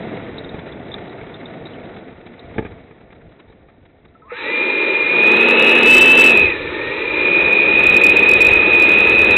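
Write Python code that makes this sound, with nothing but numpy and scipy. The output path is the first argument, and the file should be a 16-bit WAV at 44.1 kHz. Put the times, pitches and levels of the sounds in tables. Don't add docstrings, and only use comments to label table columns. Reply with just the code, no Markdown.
import sys
import numpy as np
from scipy import signal
from scipy.fft import rfft, irfft, next_fast_len
from scipy.io import wavfile
from scipy.ndimage import map_coordinates

SR = 44100
rng = np.random.default_rng(int(sys.argv[2]) if len(sys.argv) > 2 else 0)


def to_wav(s):
    ch = np.atleast_2d(s).T
    pcm = np.round(np.clip(ch, -1, 1) * 32767)
    wavfile.write(sys.argv[1], SR, pcm.astype(np.int16))


def decibels_to_gain(level_db):
    exponent = np.asarray(level_db, float) / 20
    return 10 ** exponent


N = 413216

# (time [s], shaft speed [Hz])
THROTTLE_SPEED = [(4.2, 80), (4.35, 152), (4.49, 173.5), (5.03, 175), (5.34, 237), (5.74, 237.4),
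                  (5.9, 252), (6.235, 251), (6.535, 135), (6.63, 150.5), (6.87, 155.5), (6.98, 166),
                  (7.09, 167.5), (7.28, 189), (7.6, 191), (7.73, 205.5), (8.78, 206.5), (8.95, 212.5)]
# (level at full speed [dB], slope [dB per log speed], start [s], rise [s])
DUCT_LAYERS = [
    (-17, 20, 4.31, .17),
    (-23, 23, 4.27, 0.043),
    (-26, 23.5, 4.27, 0.11),
]


def unit(x):
    return x / np.sqrt(np.mean(x ** 2) + 1e-20)


def curves(rows, before=None):
    times, *columns = np.transpose(rows)
    return [np.interp(np.arange(N) / SR, times, column, left=before) for column in columns]


def wobble(rate):
    knots = rng.standard_normal(int(N * rate / SR) + 4)
    return map_coordinates(knots, [np.arange(N) * rate / SR])


def filtered(x, response):
    m = next_fast_len(N + 8192)
    return irfft(rfft(x, m) * response(np.fft.rfftfreq(m, 1 / SR)), m)[:N]


def rush(spectrum, grain_db=0., rate=300):
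    f, db = np.transpose(spectrum)
    lumps = rng.standard_normal(N) * decibels_to_gain(grain_db * wobble(rate))

    def colour(hz):
        return decibels_to_gain(np.interp(np.log(hz + 1), np.log(f), db, -120, -120))

    return unit(filtered(lumps, colour))


def tone(hz):
    return np.sqrt(2) * np.sin(2 * np.pi * np.cumsum(hz) / SR)


def rings(events, attack, rough):
    out = np.zeros(N + SR)
    t = np.arange(SR // 5) / SR
    for start, db, hz, t60 in events:
        envelope = decibels_to_gain(db - 60 * t / t60) * (1 - np.exp(-t / attack))
        out[round(start * SR):][:len(t)] += envelope * np.sin(2 * np.pi * hz * t)
    return out[:N] * (1 - rough + rough * wobble(700))


def lag(x, seconds):
    k = np.exp(-1 / (seconds * SR))
    return signal.lfilter([1 - k], [1, -k], x - x[0]) + x[0]


def law(points, hz):
    f, value = np.transpose(points)
    return np.interp(np.log(hz), np.log(f), value)


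def shaft():
    return lag(curves(THROTTLE_SPEED, 70)[0], .05)


def rumble(tyre_db):
    # (frequency [Hz], density [dB/Hz])
    deep_spectrum = [(15, -12.5), (30, -7), (55, -2.5), (85, 1), (120, -4.5), (170, -6), (220, -22)]
    breakaway_hz = 176
    gained = np.cumsum(shaft() ** 2 - breakaway_hz ** 2)
    lowest = gained.argmin()
    index = np.arange(N)
    floor = np.minimum.accumulate(gained) * (index <= lowest) + gained.min() * (index > lowest)
    pace = gained - floor
    buffet = decibels_to_gain(-32 + 15 * np.log(pace / pace.max() + 1e-4))
    rolling = decibels_to_gain(-32 + .45 * tyre_db)
    return np.hypot(rolling, buffet) * decibels_to_gain(4.0 * wobble(11)) * rush(deep_spectrum)


def wheels():
    # (time [s], tyre level [dB])
    roll_level = [(0, -28.5), (.35, -32.5), (.75, -34.5), (1.9, -35.5), (2.2, -41), (2.42, -41),
                  (2.57, -37.5), (2.92, -46), (4, -54), (4.2, -52.5)]
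    # (frequency [Hz], density [dB/Hz])
    tyre_spectrum = [(59, -40), (100, -2.5), (204, 0.5), (291, 1.5), (378, 0), (481, 0), (589, -5.5),
                     (680, -1.5), (1000, -21.5), (1300, -36), (2200, -120)]
    grit_spectrum = [(530, -34.5), (900, 0), (985, -7.5), (1200, -4), (1310, -6), (1440, -3), (1610, -7.5),
                     (1780, -3), (2210, -4), (2800, -16), (3640, -45), (6160, -120)]
    rattle_spectrum = [(1530, -30), (2600, -1.5), (3060, -4), (3370, 0.5), (3870, 1), (4070, -7.5),
                       (4200, -15.5), (4300, -28), (5590, -57.5), (9460, -120)]
    # (time [s], peak level [dB], frequency [Hz], t60 [s])
    chinks = [(0.3824, -19.5, 3800, 0.046), (0.4453, -26, 3700, 0.033), (0.4922, -31, 3720, 0.05),
              (0.5925, -35, 3480, 0.056), (0.7212, -32, 3550, 0.045), (0.9167, -28, 3590, 0.093),
              (0.9397, -15.5, 3630, 0.029), (1.0959, -35, 3780, 0.038), (1.3412, -28.5, 3600, 0.054),
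              (1.456, -27, 3660, 0.041), (1.6545, -27.5, 3760, 0.057), (1.6694, -33, 3870, 0.05),
              (1.735, -35, 3030, 0.046), (1.9608, -37, 3440, 0.043), (2.3919, -37, 3770, 0.071),
              (2.5675, -39, 3500, 0.063), (3.499, -44, 3780, 0.046), (4.0811, -52, 3790, 0.045)]
    tyre_db, = curves(roll_level)
    jolt = np.abs(wobble(70)) ** 1.82
    tyre = decibels_to_gain(tyre_db + 0.47 * jolt) * rush(tyre_spectrum, 1.3, 60)
    grit = decibels_to_gain(tyre_db - 10.5 + 1.7 * jolt) * rush(grit_spectrum, 0.97, 150)
    rattle = decibels_to_gain(tyre_db - 20.5 + 1.9 * jolt) * rush(rattle_spectrum, 1.9, 120)
    return tyre + grit + rattle + rumble(tyre_db) + rings(chinks, 0.00073, 0.41)


def bumps():
    # (time [s], peak level [dB], crack level [dB])
    impacts = [(0.126, -25, -16), (0.245, -35, -18), (0.541, -13, -11), (0.939, -24, -1), (1.088, -33, -16),
               (1.212, -24, -2), (1.608, -26, -21), (2.439, -32, -1), (2.561, -16, -19), (2.581, -5, -4),
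               (2.59, -5, -26), (2.608, -17, -26), (2.623, -17, -10), (2.649, -15.5, -4.5),
               (2.659, -19, -9), (2.908, -28, -5), (3.103, -34.5, 0), (3.498, -30.5, -8), (3.685, -37, 0)]
    # (frequency [Hz], width [Hz], level [dB])
    frame_modes = [(45, 44, 0.5), (90, 86, 3), (211, 220, 2.5), (355, 120, 3.5), (442, 50, 4.5),
                   (860, 43, -0.5)]
    # (frequency [Hz], density [dB/Hz])
    leg_spectrum = [(900, -22), (1250, 7), (1450, -18), (1650, 8), (1900, -6), (2350, 7.5), (2600, -14),
                    (3000, -14), (3600, -11.5), (4200, -32)]
    blows, cracks = np.zeros(N), np.zeros(N + SR)
    t = np.arange(SR // 10) / SR
    crack_t60 = .04
    for start, db, crack_db in impacts:
        blows[round(start * SR)] = decibels_to_gain(db + 31.5)
        decay = decibels_to_gain(db + crack_db - 3.0 - 60 * t / crack_t60)
        cracks[round(start * SR):][:len(t)] += decay * (1 - np.exp(-t / 0.0049))

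    def knock(f):
        modes = 0
        for k, (centre, width, db) in enumerate(frame_modes):
            modes = modes + (-1) ** k * decibels_to_gain(db) * 1j * f * width / (centre ** 2 - f ** 2 + 1j * f * width)
        soft_tyre = 1 / (1 + 1j * f / 1100) ** 2
        return modes * soft_tyre

    return filtered(blows, knock) + cracks[:N] * rush(leg_spectrum)


def rotor():
    # (frequency [Hz], level [dB])
    blade_response = [(900, -60), (1460, -40), (1800, -36), (2050, -30.5), (2380, -30), (2520, -42.5),
                      (2800, -26), (3030, -22.5)]
    # (shaft speed [Hz], level [dB])
    imbalance = [(115, -81.5), (174, -54), (190, -39.5), (213, -38), (237, -30), (252, -27.5)]
    # (multiple of shaft speed [1], level at full speed [dB], slope [dB per log speed])
    shaft_orders = [
        (2, -33.5, 19),
        (6, -38, 26.5),
    ]
    blades = 12
    steady = shaft()
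    speed = steady * (1 + .0024 * wobble(40))
    blade_db = law(blade_response, blades * steady) + 2.1 * wobble(22) + 3.5 * wobble(9.1)
    lines = decibels_to_gain(blade_db) * tone(blades * speed)
    push_db = 0.0135 * np.abs(np.gradient(steady) * SR)
    shake_db = law(imbalance, steady) + push_db
    lines += decibels_to_gain(shake_db + 1.2 * wobble(6.4)) * tone(speed)
    t = np.arange(N) / SR
    loaded = np.clip((t - DUCT_LAYERS[0][2]) / .4, 0, 1)
    for multiple, db, slope in shaft_orders:
        order_db = db + slope * np.log(speed / speed.max()) + 3.3 * wobble(12)
        lines += loaded * decibels_to_gain(order_db) * tone(multiple * speed)
    running = np.arange(N) > THROTTLE_SPEED[0][0] * SR
    return running * lines


def duct_noise():
    # (frequency [Hz], density [dB/Hz])
    roar_spectrum = [(150, -41), (215, -14), (270, -10), (340, 0), (400, 0), (500, -1.5), (590, -7.5),
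                     (650, -15), (700, -24.5), (740, -43.5)]
    rush_spectrum = [(740, -31.5), (800, -7), (860, 2), (910, 1), (1070, -7.5), (1240, -1.5), (1580, -7),
                     (1760, 1), (1950, -2.5), (1990, -34.5)]
    bridge_spectrum = [(1950, 0.0), (2500, 1.5), (2850, -10.0)]
    hiss_spectrum = [(1620, -28), (2750, -4.5), (2950, -9.5), (3160, -10), (3690, -4.5), (3880, -2.5),
                     (4060, -9.5), (4300, -16.5), (5590, -49.5), (9460, -120)]
    wash_spectrum = [(90, -24), (140, -7.5), (210, 0), (300, -4), (600, -1.5), (740, -2.5), (840, -12)]
    t, speed = np.arange(N) / SR, shaft()
    power = np.log(speed / 252)
    levels = []
    for db, slope, start, rise in DUCT_LAYERS:
        onset = np.clip((t - start) / rise, 1e-6, 1) ** 2
        levels.append(db + slope * power + 20 * np.log10(onset))
    roar_db, rush_db, hiss_db = levels
    idle_db = -14 / (1 + (speed / 177) ** 60)
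    wash_onset = np.clip((t - DUCT_LAYERS[0][2]) / .35, 1e-6, 1)
    wash_db = -33.5 + 16 * power + idle_db + 20 * np.log10(wash_onset)
    air = decibels_to_gain(roar_db) * rush(roar_spectrum, 1.0, 40)
    air += decibels_to_gain(rush_db + 2.0) * rush(rush_spectrum, 1.4)
    air += decibels_to_gain(rush_db + 1.5) * rush(bridge_spectrum)
    air += decibels_to_gain(hiss_db + 2.0) * rush(hiss_spectrum, 0.97)
    air += decibels_to_gain(wash_db + 7.5) * rush(wash_spectrum)
    return decibels_to_gain(0.43 * wobble(14)) * air


def whistle(hz, db, waver_hz, flutter_db, skirt_db):
    core = decibels_to_gain(flutter_db * wobble(40)) * tone(hz + waver_hz * wobble(45))
    turbulence = filtered(rng.standard_normal(N), lambda f: 1 / (1 + 1j * f / 45) / (1 + 1j * f / 400))
    locked = 1 / (1 + decibels_to_gain(-1.5 * (db + 29.5)))
    skirt = (1 - locked + decibels_to_gain(skirt_db)) * unit(turbulence) * tone(hz)
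    return decibels_to_gain(db) * (locked * unit(core) + skirt)


def whistles():
    # (time [s], pitch above [Hz], level above [dB], both [dB])
    second_fan = [(4.45, 95, -12.5, 0), (4.7, 59.5, -9.5, -1.1), (5.24, 51.99, -14, 1.25),
                  (5.36, 42, -9, -3), (5.45, 82, -2.5, -1.85), (5.72, 80.94, 4, 0.7), (5.82, 82.7, 0, -3),
                  (5.88, 77.95, 18, 2.25), (6.14, 96, 16.5, -0.1), (6.37, 83, -3.5, 0.15),
                  (6.56, 79.6, 4.5, -4), (7.25, 58, -4.5, 1), (7.76, 54.77, -5, -0.5), (7.9, 33, 0.2, 0.5),
                  (8.56, 37.99, 0.3, 0.36), (8.63, 63.18, -3.5, -3.5), (8.8, 79.06, -10, .6),
                  (9.1, 83.37, -5.5, -1.12)]
    # (shaft speed [Hz], pitch [Hz])
    first_pitch = [(120, 2340), (150, 2358), (167, 2402), (175, 2426), (190, 2447), (206, 2475),
                   (237, 2521), (252, 2543)]
    # (shaft speed [Hz], level [dB])
    sing_level = [(120, -48), (150, -31), (160, -25.5), (172, -18.5), (190, -14.5), (207, -10.5),
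                  (237, -12), (252, -9)]
    late = lag(shaft(), .03)
    above_hz, above_db, both_db = curves(second_fan)
    first_hz = law(first_pitch, late)
    first_db = law(sing_level, late) + both_db - 10 * np.log10(1 + decibels_to_gain(2 * above_db))
    song = whistle(first_hz, first_db + 0.52, 5.064, 0.76, -11.5)
    song += whistle(first_hz + above_hz, first_db + above_db + 1.0, 13, 1.0, -8.5)
    running = np.arange(N) / SR > 4.35
    return running * song


def fans():
    # (time [s], peak level [dB], frequency [Hz], t60 [s])
    kicks = [
        (4.151, -36.5, 1330, 0.065),
        (4.219, -38, 1290, 0.12),
        (4.272, -36.5, 1075, 0.08),
        (4.303, -21.5, 1284, 0.057),
        (4.318, -16.5, 485, 0.1),
    ]
    return whistles() + duct_noise() + rings(kicks, 0.0025, 0.14)


def scene():
    return (wheels() + bumps() + rotor() + fans())[None]


def low_pass(x):
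    return signal.sosfilt(signal.butter(12, 15820, fs=SR, output="sos"), x)


def record(dry):
    # (frequency [Hz], level [dB])
    mirrors = [(10600, -69), (12300, -79)]
    overload, top_hz, ceiling = 0.98, 4170, .712
    squeezed = dry[0] / (1 + np.abs(dry[0] / overload) ** 4.6) ** (1 / 3.14)
    band = filtered(squeezed, lambda hz: np.clip((top_hz + 150 - hz) / 300, 0, 1) ** 2)
    t = np.arange(N) / SR
    images = sum(decibels_to_gain(db) * np.cos(2 * np.pi * hz * t) for hz, db in mirrors)
    band = band * (1 + images)
    return low_pass(np.clip(band, -ceiling, ceiling)[None])


dry = scene()
out = record(dry)
to_wav(out)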